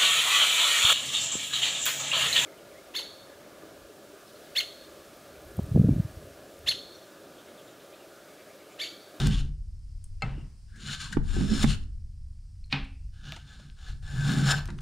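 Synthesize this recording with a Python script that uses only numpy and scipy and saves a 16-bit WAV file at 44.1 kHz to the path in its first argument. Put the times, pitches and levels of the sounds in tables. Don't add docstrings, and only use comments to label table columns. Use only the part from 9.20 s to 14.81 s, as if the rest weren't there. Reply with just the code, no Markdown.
import sys
import numpy as np
from scipy import signal
from scipy.fft import rfft, irfft, next_fast_len
from scipy.io import wavfile
from scipy.ndimage import uniform_filter1d

SR = 44100
rng = np.random.default_rng(int(sys.argv[2]) if len(sys.argv) > 2 else 0)


def volts(x):
    e = np.asarray(x, float) / 20
    return 10 ** e


def store_pcm(level_fs):
    pcm = np.round(np.clip(level_fs, -1, 1) * 32767).astype(np.int16)
    wavfile.write(sys.argv[1], SR, np.atleast_2d(pcm).T)


N = 247401

# f/Hz, width/Hz, level/dB
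BLADE_MODES = [(2950, 380, 11), (3560, 380, 13), (4150, 450, 13), (5280, 200, 4), (6850, 140, 5),
               (7250, 300, 5), (9050, 200, -8)]


def seated(gains_db):
    low, main, upper, high, cap = gains_db
    gains_db = [low, main, upper, high, cap, cap, 0]
    return [(hz, width, db + gain_db) for (hz, width, db), gain_db in zip(BLADE_MODES, gains_db)]


# f/Hz, level/(dB per Hz)
FIBRE_HISS = [(650, -100), (1100, -5.5), (1580, 0.5), (1900, -3), (3580, 2.5), (5930, -3.5), (7040, -4.5),
              (8500, -36), (11000, -69), (18700, -120)]
# f/Hz, level/(dB per Hz)
FIZZ_SPECTRUM = [(7000, -17.5), (8200, -3.5), (9500, -2.5), (10500, -18), (11300, -28.5), (12200, -19.5),
                 (13200, -28), (14300, -28.5), (15700, -33)]
# f/Hz, width/Hz, level/dB
BODY_MODES = [(1300, 170, -7), (1445, 60, -3), (1550, 45, 3), (1618, 50, -1), (1692, 38, 0)]
# f/Hz, width/Hz, level/dB
WOOD_MODES = [(534, 3600, 5.5), (627, 100, -14), (782, 84, -1), (974, 760, 2.5)]


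def shave(rows, grip, seating):
    tears_per_s, spread_db, judder_db, blade_db = 9000, 1.5, 1.5, -4.5
    firm_db = -55.5
    slowest_ring_db_per_s = 336
    s, force_db = np.transpose(rows)
    t = np.arange(s[0], s[-1], 1 / SR)
    hiss_db = np.interp(t, s, force_db)
    fall_db = slowest_ring_db_per_s * t
    ring_db = np.maximum.accumulate(hiss_db + fall_db) - fall_db
    body_db = grip[0] + ring_db - hiss_db + 0.034 * (firm_db - ring_db)
    wood_db = grip[1] + ring_db - hiss_db + 0.014 * (firm_db - ring_db)
    fizz_db = grip[2] + 0.051 * (firm_db - hiss_db)

    tears = rng.standard_normal(len(t)) * (rng.random(len(t)) < tears_per_s / SR)
    strength_db = spread_db * np.minimum(rng.exponential(1, len(t)), 5)
    force = tears * volts(strength_db + judder_db * flicker(len(t), 0.041))

    blade = modes(force, seated(seating), waver_db=2.5, waver_s=0.01)
    sound = evened(evened(colour(force, FIBRE_HISS)) + volts(blade_db) * blade)
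    sound = sound + volts(body_db) * modes(force, BODY_MODES, waver_db=2.0, waver_s=0.024)
    sound = sound + volts(wood_db) * modes(force, WOOD_MODES, waver_db=1.5)
    sound = sound + volts(fizz_db) * evened(colour(force, FIZZ_SPECTRUM))
    fade = signal.windows.tukey(len(t), 0.0011 / (t[-1] - t[0]))
    return s[0], fade * volts(hiss_db) * sound


# t/s, cutting force/dB
LONG_PUSHES = [
    [(1.48, -76), (1.532, -73), (1.608, -52.5), (1.652, -51), (1.662, -45.5), (1.732, -36), (1.776, -52.5),
     (1.79, -51)],
    [(2.03, -69), (2.086, -55), (2.18, -45), (2.292, -45.5), (2.33, -39.5), (2.39, -41), (2.434, -33.5),
     (2.46, -66)],
    [(4.24, -64), (4.328, -57), (4.384, -61), (4.4, -55.5), (4.546, -79), (4.59, -63), (4.694, -53.5),
     (4.8, -79)],
    [(4.8, -115), (4.824, -63.5), (4.89, -54.5), (5.118, -41.5), (5.238, -42), (5.28, -32.5), (5.322, -26),
     (5.338, -60), (5.35, -53)],
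]
# t/s, cutting force/dB
SHORT_NUDGES = [
    [(0.0, -31.5), (0.006, -43), (0.056, -39.5), (0.068, -36.5), (0.1, -51)],
    [(0.1, -47.5), (0.136, -41), (0.206, -48), (0.222, -58.5), (0.3, -68)],
    [(1.79, -50), (1.799, -49), (1.804, -38.5), (1.84, -43), (1.921, -53.5), (1.927, -42), (2.03, -116)],
    [(2.46, -44), (2.502, -36.5), (2.554, -46), (2.568, -84), (2.64, -63)],
    [(5.35, -51), (5.385, -41), (5.41, -52), (5.418, -62), (5.43, -65), (5.44, -63)],
    [(5.44, -74), (5.51, -61.5), (5.53, -83), (5.564, -86), (5.61, -70)],
]
# t/s, cutting force/dB
CHATTER_PUSH = [(3.92, -85), (3.94, -68.5), (4.025, -65), (4.05, -56), (4.12, -46.5), (4.18, -59.5),
                (4.239, -65)]
# body/dB, wood/dB, fizz/dB, all over the hiss
PUSH_BEARING = [(-11, -20.5, -12.5), (-7, -10.5, -9), (-3, -8.5, -16), (1, -4, -11)]
NUDGE_BEARING = [(-9.5, -7, -14), (-25, -13.5, -14.5), (-6, -37, -11), (-18.5, -15, -10), (-38, -2.5, -18),
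                 (1, 1.5, -23)]
CHATTER_BEARING = (-3, -10.5, -20)
# first four blade modes/dB, cap pair/dB
BLADE_SEATING = [(-3, -2, 0, -19, 2), (-5.5, -1.5, -4, 5, 5.5), (0.5, 5, 3, -13, 2),
                 (-6.5, -0.5, -5, 2, 3.5), (0.5, 0, -9, -1, -7), (6, 0, -3, -6, -6),
                 (-8, -3, -1.5, -6, 3.5), (3, -8, -5, 0, 4), (1, -7, 2, -6, -6), (0, -2, 2, -3, 4),
                 (5, 3, -4, -13, -16)]


def strokes():
    forces = LONG_PUSHES + SHORT_NUDGES + [CHATTER_PUSH]
    grips = PUSH_BEARING + NUDGE_BEARING + [CHATTER_BEARING]
    return track(shave(*stroke) for stroke in zip(forces, grips, BLADE_SEATING))


# t/s, peak/dB,
# f/Hz, width/Hz
SHARP_CLICKS = [(4.1222, -21.5, 2740, 1680), (1.6885, -33, 2800, 1500), (1.8018, -37, 3600, 2500),
                (2.3127, -30, 4300, 900), (5.1033, -35, 3400, 900), (0.25, -42, 4800, 6000),
                (1.0215, -33, 4000, 2500), (1.024, -44, 8500, 1200), (1.0235, -48, 12000, 900),
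                (1.031, -29.5, 1310, 250), (1.028, -40, 3200, 900), (1.9697, -25, 760, 590),
                (1.9701, -37, 2200, 1800), (3.5274, -16.5, 4200, 900), (3.5282, -18, 2700, 600),
                (3.528, -44.5, 7500, 3000), (3.19, -62, 2000, 2000), (3.356, -60, 2200, 1800),
                (3.44, -57.5, 2400, 540), (4.1215, -32, 13000, 3000), (0.0692, -31, 12500, 3000),
                (2.435, -31, 11000, 4000), (2.4779, -32, 3570, 1500), (2.0648, -47, 4390, 1200),
                (2.0882, -45, 2500, 1200), (4.4, -45, 4800, 1500), (4.5, -39, 3100, 1500),
                (0.0258, -31, 3230, 1200), (2.437, -30, 1400, 700), (2.7, -55, 6500, 4000)]


def snaps():
    events = []
    for s, peak_db, hz, width in SHARP_CLICKS:
        ring = steep(steep(np.arange(600) == 0, hz, 1.4 * width), hz, 1.4 * width)
        events.append((s, volts(peak_db) * ring / abs(ring).max()))
    return track(events)


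def burst(s, rms_db, hz, width, rise_s, t60, length_s=0.05):
    t = np.arange(int((length_s + rise_s) * SR)) / SR
    noise = steep(rng.standard_normal(len(t)), hz, width)
    shape = np.minimum(t / rise_s, 1) ** 2 * volts(-60 * np.maximum(t - rise_s, 0) / t60)
    return s, volts(rms_db) * noise * shape * np.minimum((t[-1] - t) / 0.005, 1)


# t/s, rms/dB, f/Hz, width/Hz, t60/s
SNAGS = [(0.0699, -25, 6530, 7000, 0.015), (0.841, -41.5, 9160, 2050, 0.02), (1.558, -55, 6000, 5000, 0.13),
         (1.801, -56, 4000, 5000, 0.022), (1.9257, -36.5, 5800, 4000, 0.045),
         (2.43, -27.5, 5100, 5900, 0.059), (3.529, -37, 3500, 2490, 0.0024),
         (3.644, -59, 8000, 4000, 0.039), (4.1618, -43, 2470, 3980, 0.063), (4.827, -56, 2500, 4000, 0.039),
         (5.456, -36.5, 5800, 8800, 0.01), (5.4765, -41, 5500, 3500, 0.0094),
         (5.486, -41, 1200, 1200, 0.083), (5.503, -38.5, 2300, 3500, 0.015), (5.581, -54, 6500, 3040, 0.01),
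         (5.5867, -41.5, 2230, 2000, 0.017), (5.6065, -49, 5000, 8000, 0.021)]
CATCHES = [
    (4.1212, -38, 3200, 3500, .008),
    (3.5265, -47, 14000, 4000, .006),
    (3.459, -66, 7000, 8000, .05),
]


def snags():
    return track(burst(s, db, hz, width, 0.00053, t60) for s, db, hz, width, t60 in SNAGS + CATCHES)


# t/s, rms/dB, f/Hz, rise/s, t60/s
WHISTLES = [(2.101, -45, 5280, 0.26, .1), (3.439, -55, 4200, .003, .03), (3.45, -73, 4250, .01, .4),
            (.11, -38, 3330, 0.035, 0.063), (2.47, -41, 4350, 0.038, .14),
            (5.2, -33.5, 5270, .12, 0.03), (5.27, -36, 3590, 0.044, 0.032),
            (5.35, -40, 2780, 0.029, .05), (1.924, -33.5, 1600, .006, .06),
            (1.665, -43, 1560, .035, .12), (5.262, -31, 1580, .05, .12), (1.455, -56, 1580, .11, .6)]


def whistles():
    return track(burst(s, db, hz, 200, rise_s, t60) for s, db, hz, rise_s, t60 in WHISTLES)


# t/s, rms/dB, f/Hz, t60/s
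SOLE_GRAZES = [
    (1.006, -60, 2200, 0.14),
    (3.497, -57, 2600, 0.6),
    (3.507, -46, 2700, 0.2),
    (3.516, -37.5, 2900, 0.1),
]
# t/s, rms/dB, f/Hz, length/s, t60/s
SCUFFS = [
    (1.06, -61.5, 2780, 0.16, 2.2),
    (3.553, -50.5, 2600, 0.33, 0.57),
    (1.808, -50.5, 1100, 0.069, 1.1),
    (1.9, -56.5, 940, 0.043, 1.1),
]


def sole_rubs():
    grazes = [burst(s, db, hz, 1300, 0.0053, t60) for s, db, hz, t60 in SOLE_GRAZES]
    scuffs = [burst(s, db, hz, 260, 0.0084, t60, length_s) for s, db, hz, length_s, t60 in SCUFFS]
    return track(grazes + scuffs)


# f/Hz, gain/dB
PORT_DULLING = [(9500, -2), (11000, -12.5), (16000, -10.5)]


def small_contacts():
    return colour(snaps() + snags() + whistles() + sole_rubs(), PORT_DULLING)


# t/s, peak/dB, crack/dB and rattle/dB over the peak, rattle t60/s
SET_DOWNS = [
    (1.021, -20.5, -11, -21.5, 0.55),
    (3.526, -14.5, -1, -15, 0.33),
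]
# f/Hz, level/dB, t60/s
SET_DOWN_MODES = [
    [(619, -10, .15), (786, -1, .2), (1290, -2, .12), (1550, -8, .12), (2105, 2, .1), (2288, -1, .06),
     (2647, 0, .13), (3050, -4, .035), (4235, 0, .055), (4899, -10, .04), (6800, -13, .035),
     (7600, -13, .025)],
    [(270, 1.5, 0.38), (795, -1, 0.21), (1316, -7.5, 0.088), (1510, -6.5, 0.075), (2060, -23, 0.058),
     (2410, -2.5, .08), (2470, 0.5, 0.089), (2504, 6, 0.1), (3630, 6, 0.046), (4070, 1, 0.04),
     (4450, 12, 0.019)],
]
# f/Hz, level/(dB per Hz)
SET_DOWN_RATTLES = [
    [(210, -26.5), (350, -5), (615, -6.5), (809, -8.5), (1870, -12.5), (2700, -16), (3160, -19),
     (8000, -39), (10400, -61), (17600, -120)],
    [(210, -55), (350, -15), (579, -13), (824, -9.5), (1760, -8.5), (2440, -2.5), (4440, -14.5),
     (8000, -45.5), (11700, -76), (19800, -120)],
]


def landings():
    events = []
    t = np.arange(SR // 2) / SR
    for row, table, rattle in zip(SET_DOWNS, SET_DOWN_MODES, SET_DOWN_RATTLES):
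        s, peak_db, crack_db, rattle_db, rattle_t60 = row
        ring = np.zeros(len(t))
        for hz, db, t60 in table:
            level = volts(db - 60 * t / t60 + 1.7 * flicker(len(t), 0.004))
            ring += level * np.sin(2 * np.pi * (hz * t + rng.random()))
        crack = volts(crack_db - 60 * t / 0.0098) / 2
        rattling = volts(rattle_db - 60 * t / rattle_t60) * np.minimum(t / 0.0039, 1)
        noise = evened(colour(rng.standard_normal(len(t)), rattle)) * (crack + rattling)
        onset = np.minimum(t / 0.0004, 1)
        events.append((s, volts(peak_db) * (ring / abs(ring).max() + noise) * onset))
    return colour(track(events), [(7000, -0.5), (10000, 4), (16000, -38)])


# t/s, peak/dB, f/Hz, t60/s, knock/dB over the bump
DULL_BUMPS = [
    (1.178, -31.5, 304, 0.033, -24),
    (1.9692, -0.5, 270, 0.015, -31),
    (2.164, -26.5, 353, 0.077, -16),
    (2.207, -17, 246, 0.057, -21),
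    (2.317, -19.5, 206, 0.14, -19),
    (2.4405, -7, 221, 0.063, -12),
    (4.123, -42, 640, 0.05, 2.5),
    (4.166, -46.5, 687, 0.057, 7),
    (4.396, -45.5, 584, 0.03, -6),
    (5.486, -44, 345, 0.26, 3),
]
# t/s, rms/dB, f/Hz, width/Hz, t60/s
STAND_JOLT = (1.969, -33, 750, 450, .022)


def bumps():
    t = np.arange(SR // 4) / SR
    events = [burst(*STAND_JOLT[:4], 0.00053, STAND_JOLT[4])]
    for s, peak_db, hz, t60, knock_db in DULL_BUMPS:
        wood = modes(rng.standard_normal(len(t)), WOOD_MODES + STAND_MODES[2:])
        knock = volts(knock_db - 60 * t / 0.032) * wood
        onset = np.sin(np.pi / 2 * np.minimum(t / 0.0032, 1)) ** 2
        cycles = volts(-60 * t / t60) * np.sin(2 * np.pi * hz * t)
        events.append((s, volts(peak_db) * onset * (cycles + knock)))
    return colour(track(events), [(2500, -1.5), (6000, -27)])


# t/s, held/s, staff bending/dB, stand shaking/dB, stand left-right/dB
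HAND_SHOVES = [(0, 0.093, -20.5, -31, -15), (.19, 0.1, -36, -51, 7), (1.029, 0.041, -34.5, -45.5, 2),
               (1.12, 0.12, -44.5, -52.5, 0), (1.69, 0.014, -39.5, -47, 1), (1.84, 0.0093, -39, -53.5, 0),
               (1.977, 0.013, -30, -39, -8), (2.19, 0.058, -33, -31.5, -13),
               (2.315, 0.048, -38, -30, -10.5), (2.451, 0.044, -26.5, -33, -2),
               (3.529, 0.051, -40.5, -40, -5.5), (4.079, 0.026, -41.5, -51.5, -3),
               (4.701, 0.053, -45.5, -61, -3), (4.962, 0.11, -26.5, -49, 0), (5.094, 0.13, -23, -31.5, 1),
               (5.251, 0.12, -30, -45, 2), (5.5, 0.072, -37, -47.5, 1), (1.59, 0.081, -56.5, -52.5, 2.5),
               (4.25, 0.24, -53.5, -61, -1)]
BLOW_ROWS = [2, 10]


def shoving():
    swell_db_per_s, strike_db_per_s, ease_db_per_s = 244, 4002.5, 243
    linger_db, linger_db_per_s = -12, 82
    rest_db, stand_rest_db, stand_rest_pan_db = -63, -75.5, -10.5
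    t = np.arange(0, N + 64, 64) / SR
    s, held, bend_db, stand_db, pan_db = np.transpose(HAND_SHOVES)[:, :, None]
    early, late = np.maximum(s - t, 0), np.maximum(t - s - held, 0)
    struck = np.isin(np.arange(len(HAND_SHOVES)), BLOW_ROWS)
    swell = np.where(struck, strike_db_per_s, swell_db_per_s)[:, None]
    after = volts(-2 * ease_db_per_s * late) + volts(2 * (linger_db - linger_db_per_s * late))
    power = volts(-2 * swell * early) * after
    stand, rest = volts(2 * stand_db) * power, volts(2 * stand_rest_db)
    shaking = stand.sum(0) + rest
    bending = (volts(2 * bend_db) * power).sum(0) + volts(2 * rest_db)
    pan = ((pan_db * stand).sum(0) + stand_rest_pan_db * rest) / shaking
    return [np.interp(np.arange(N) / SR, t, c) for c in (np.sqrt(bending), np.sqrt(shaking), pan)]


# f/Hz, width/Hz, level/dB
BEND_MODES = [(140.06, 11.4, 2.5), (158.8, 6.5, -12), (111.3, 5.3, -8)]
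# f/Hz, width/Hz, level/dB
STAND_MODES = [(204.1, 25.8, 7), (260.5, 20.3, 1), (338.3, 46, -6.5)]


def staff_and_stand():
    bending, shaking, pan_db = shoving()
    push, shake, other = rng.standard_normal((3, N))
    apart = 0.14 * modes(other, BEND_MODES + STAND_MODES)
    bend = placed(modes(push, BEND_MODES), 0.18) + [apart, -apart]
    stand = placed(modes(shake, STAND_MODES), pan_db) + [apart, -apart]
    return bending * bend + shaking * stand


# f/Hz, left-right/dB
NEAR_LEAN = [(60, -0.5), (110, 3), (200, -6), (380, 1), (700, 2.5), (1290, 7.5), (2380, 7.5), (4400, 2.5),
             (8120, 3.5), (15000, 6.5)]


def leaning(x):
    return np.array([colour(x, [(hz, sign * db / 2) for hz, db in NEAR_LEAN]) for sign in (1, -1)])


# f/Hz, t60/s
SHOP_DECAY = [(200, 0.4), (1000, 0.39), (3000, 0.31), (8000, 0.23), (14000, 0.3)]


def shop(x):
    taps = np.zeros((2, SR))
    at = np.arange(200, SR - 20, 20) + rng.integers(0, 20, (2, (SR - 201) // 20))
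    np.put_along_axis(taps, at, rng.choice([-1., 1.], at.shape), 1)
    taps[1] = 0.21 * taps[0] + 1.05 * taps[1]
    hz, t, z = signal.stft(taps, SR, nperseg=256)
    decay = volts(-60 * t / read(SHOP_DECAY, hz)[:, None])
    tail = signal.istft(z * decay, SR, nperseg=256)[1]
    return signal.fftconvolve(x[None], tail / np.linalg.norm(tail[0]), axes=1)[:, :N]


# f/Hz, level/(dB per Hz)
RUMBLE_SPECTRUM = [(7.1, -37.5), (12, -0.5), (38, -1), (97, -7.5), (118, -17), (145, -40.5), (173, -23.5),
                   (214, -46), (300, -60.5), (390, -68), (660, -120)]
# t/s, rumble/dB
AIR_LEVEL = [(0.0, -35), (0.09, -26), (0.51, -40.5), (0.81, -40), (1.14, -37), (1.34, -45), (1.94, -44),
             (1.98, -28), (2.39, -33.5), (2.5, -26.5), (2.59, -35), (3.27, -44), (3.81, -39), (4.44, -51),
             (4.53, -42), (4.67, -47.5), (4.7, -37.5), (5.61, -38)]


def rumble():
    level_db = np.interp(np.arange(N) / SR, *np.transpose(AIR_LEVEL))
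    mid, side = colour(rng.standard_normal((2, N)), RUMBLE_SPECTRUM)
    air = evened(np.array([mid + 0.24 * side, mid - 0.24 * side]))
    lurch = steep(rng.standard_normal(N), 32.2, 13.3)
    sway = volts(0.72 * (level_db + 24.5)) * placed(lurch, 11.7)
    return volts(level_db) * (air + sway)


# f/Hz, level/(dB per Hz)
FIELD_SPECTRUM = [(254, -49.5), (900, -51.5), (3760, -53), (5060, -42), (6520, -51), (9360, -48),
                  (11100, -63.5), (15900, -65)]
# f/Hz, left-right likeness/1
FIELD_LIKENESS = [(60, 0.99), (150, 0.6), (380, 0.15), (950, 0.25), (2380, 0.23), (5980, 0.3),
                  (15000, 0.13)]
# t/s, swell/dB
FIELD_SWELL = [(0, 0.5), (1.2, 5), (2.9, 1), (5.61, 5)]


def field():
    frames, hz = N // 256 + 5, np.fft.rfftfreq(1024, 1 / SR)
    a, b, c, d, patches = rng.standard_normal((frames, 513, 5)).T
    patches = evened(uniform_filter1d(uniform_filter1d(patches, 14, 0), 20, 1))
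    same = np.clip(read(FIELD_LIKENESS, hz), -1, 1)[:, None]
    left = a + 1j * b
    z = np.array([left, same * left + np.sqrt(1 - same ** 2) * (c + 1j * d)])
    z *= volts(read(FIELD_SPECTRUM, hz)[:, None] + 0.24 * patches) * (hz > 300)[:, None]
    hiss = evened(signal.istft(z, nperseg=1024, noverlap=768)[1][:, :N])
    return volts(-72.5 + np.interp(np.arange(N) / SR, *np.transpose(FIELD_SWELL))) * hiss


def track(events):
    mix = np.zeros(N)
    for s, sound in events:
        part = mix[round(s * SR):][:len(sound)]
        part += sound[:len(part)]
    return mix


def evened(x):
    return x / np.sqrt(np.mean(x ** 2) + 1e-20)


def read(points, hz):
    f, value = np.transpose(points)
    return np.interp(np.log(hz + 1), np.log(f + 1), value)


def colour(x, points):
    size = next_fast_len(x.shape[-1] + 4096)
    gain = volts(read(points, np.fft.rfftfreq(size, 1 / SR)))
    return irfft(rfft(x, size) * gain, size)[..., :x.shape[-1]]


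def resonate(x, hz, width):
    r = np.exp(-np.pi * abs(width) / SR)
    return 2 * signal.lfilter([1 - r], [1, -r * np.exp(2j * np.pi * hz / SR)], x).real


def steep(x, hz, width):
    return evened(resonate(resonate(x, hz, 1.55 * width), hz, 1.64 * width))


def modes(x, table, waver_db=0, waver_s=0.055):
    total = 0
    for hz, width, db in table:
        total = total + volts(db + waver_db * flicker(len(x), waver_s)) * steep(x, hz, width)
    return evened(total)


def flicker(length, seconds):
    span = max(int(seconds * SR), 1)
    return evened(uniform_filter1d(uniform_filter1d(rng.standard_normal(length), span), span))


def placed(x, pan_db):
    return np.array([x * volts(pan_db / 2), x * volts(-pan_db / 2)])


def scene():
    cutting = strokes() + small_contacts()
    knocks, soft = landings(), bumps()
    echo = shop(volts(-7.5) * cutting + volts(-14.0) * knocks + volts(-13.5) * soft)
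    near = leaning(cutting + knocks) + placed(soft, -11.0) + echo
    return near + staff_and_stand() + rumble() + field()


# t/s, side gain/dB
STEREO_WIDTH = [(0, -8), (.3, -11), (0.502, -9), (1.5, -5), (1.9, -2.5), (2, 0), (2.6, -1.5), (3, -19),
                (3.07, -43), (4, -36.5), (4.1, -16.5), (4.7, -8.5), (4.9, -4.5), (5.61, -6.5)]


def narrowed(side):
    return side * volts(np.interp(np.arange(N) / SR, *np.transpose(STEREO_WIDTH)))


def roll_off(x):
    return signal.sosfilt(signal.butter(12, 16050, fs=SR, output="sos"), x)


def record(dry):
    mid, side = (dry[0] + dry[1]) / 2, (dry[0] - dry[1]) / 2
    treble = signal.firwin(401, 11200, fs=SR, pass_zero=False)
    late_treble = signal.oaconvolve(mid, treble)[:N]
    side = narrowed(side) + volts(-2.5) * late_treble
    edge = signal.firwin(767, 15800, fs=SR)
    mix = signal.oaconvolve([mid + side, mid - side], edge[None], "same")
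    return roll_off(mix)


dry = scene()
out = record(dry)
store_pcm(out)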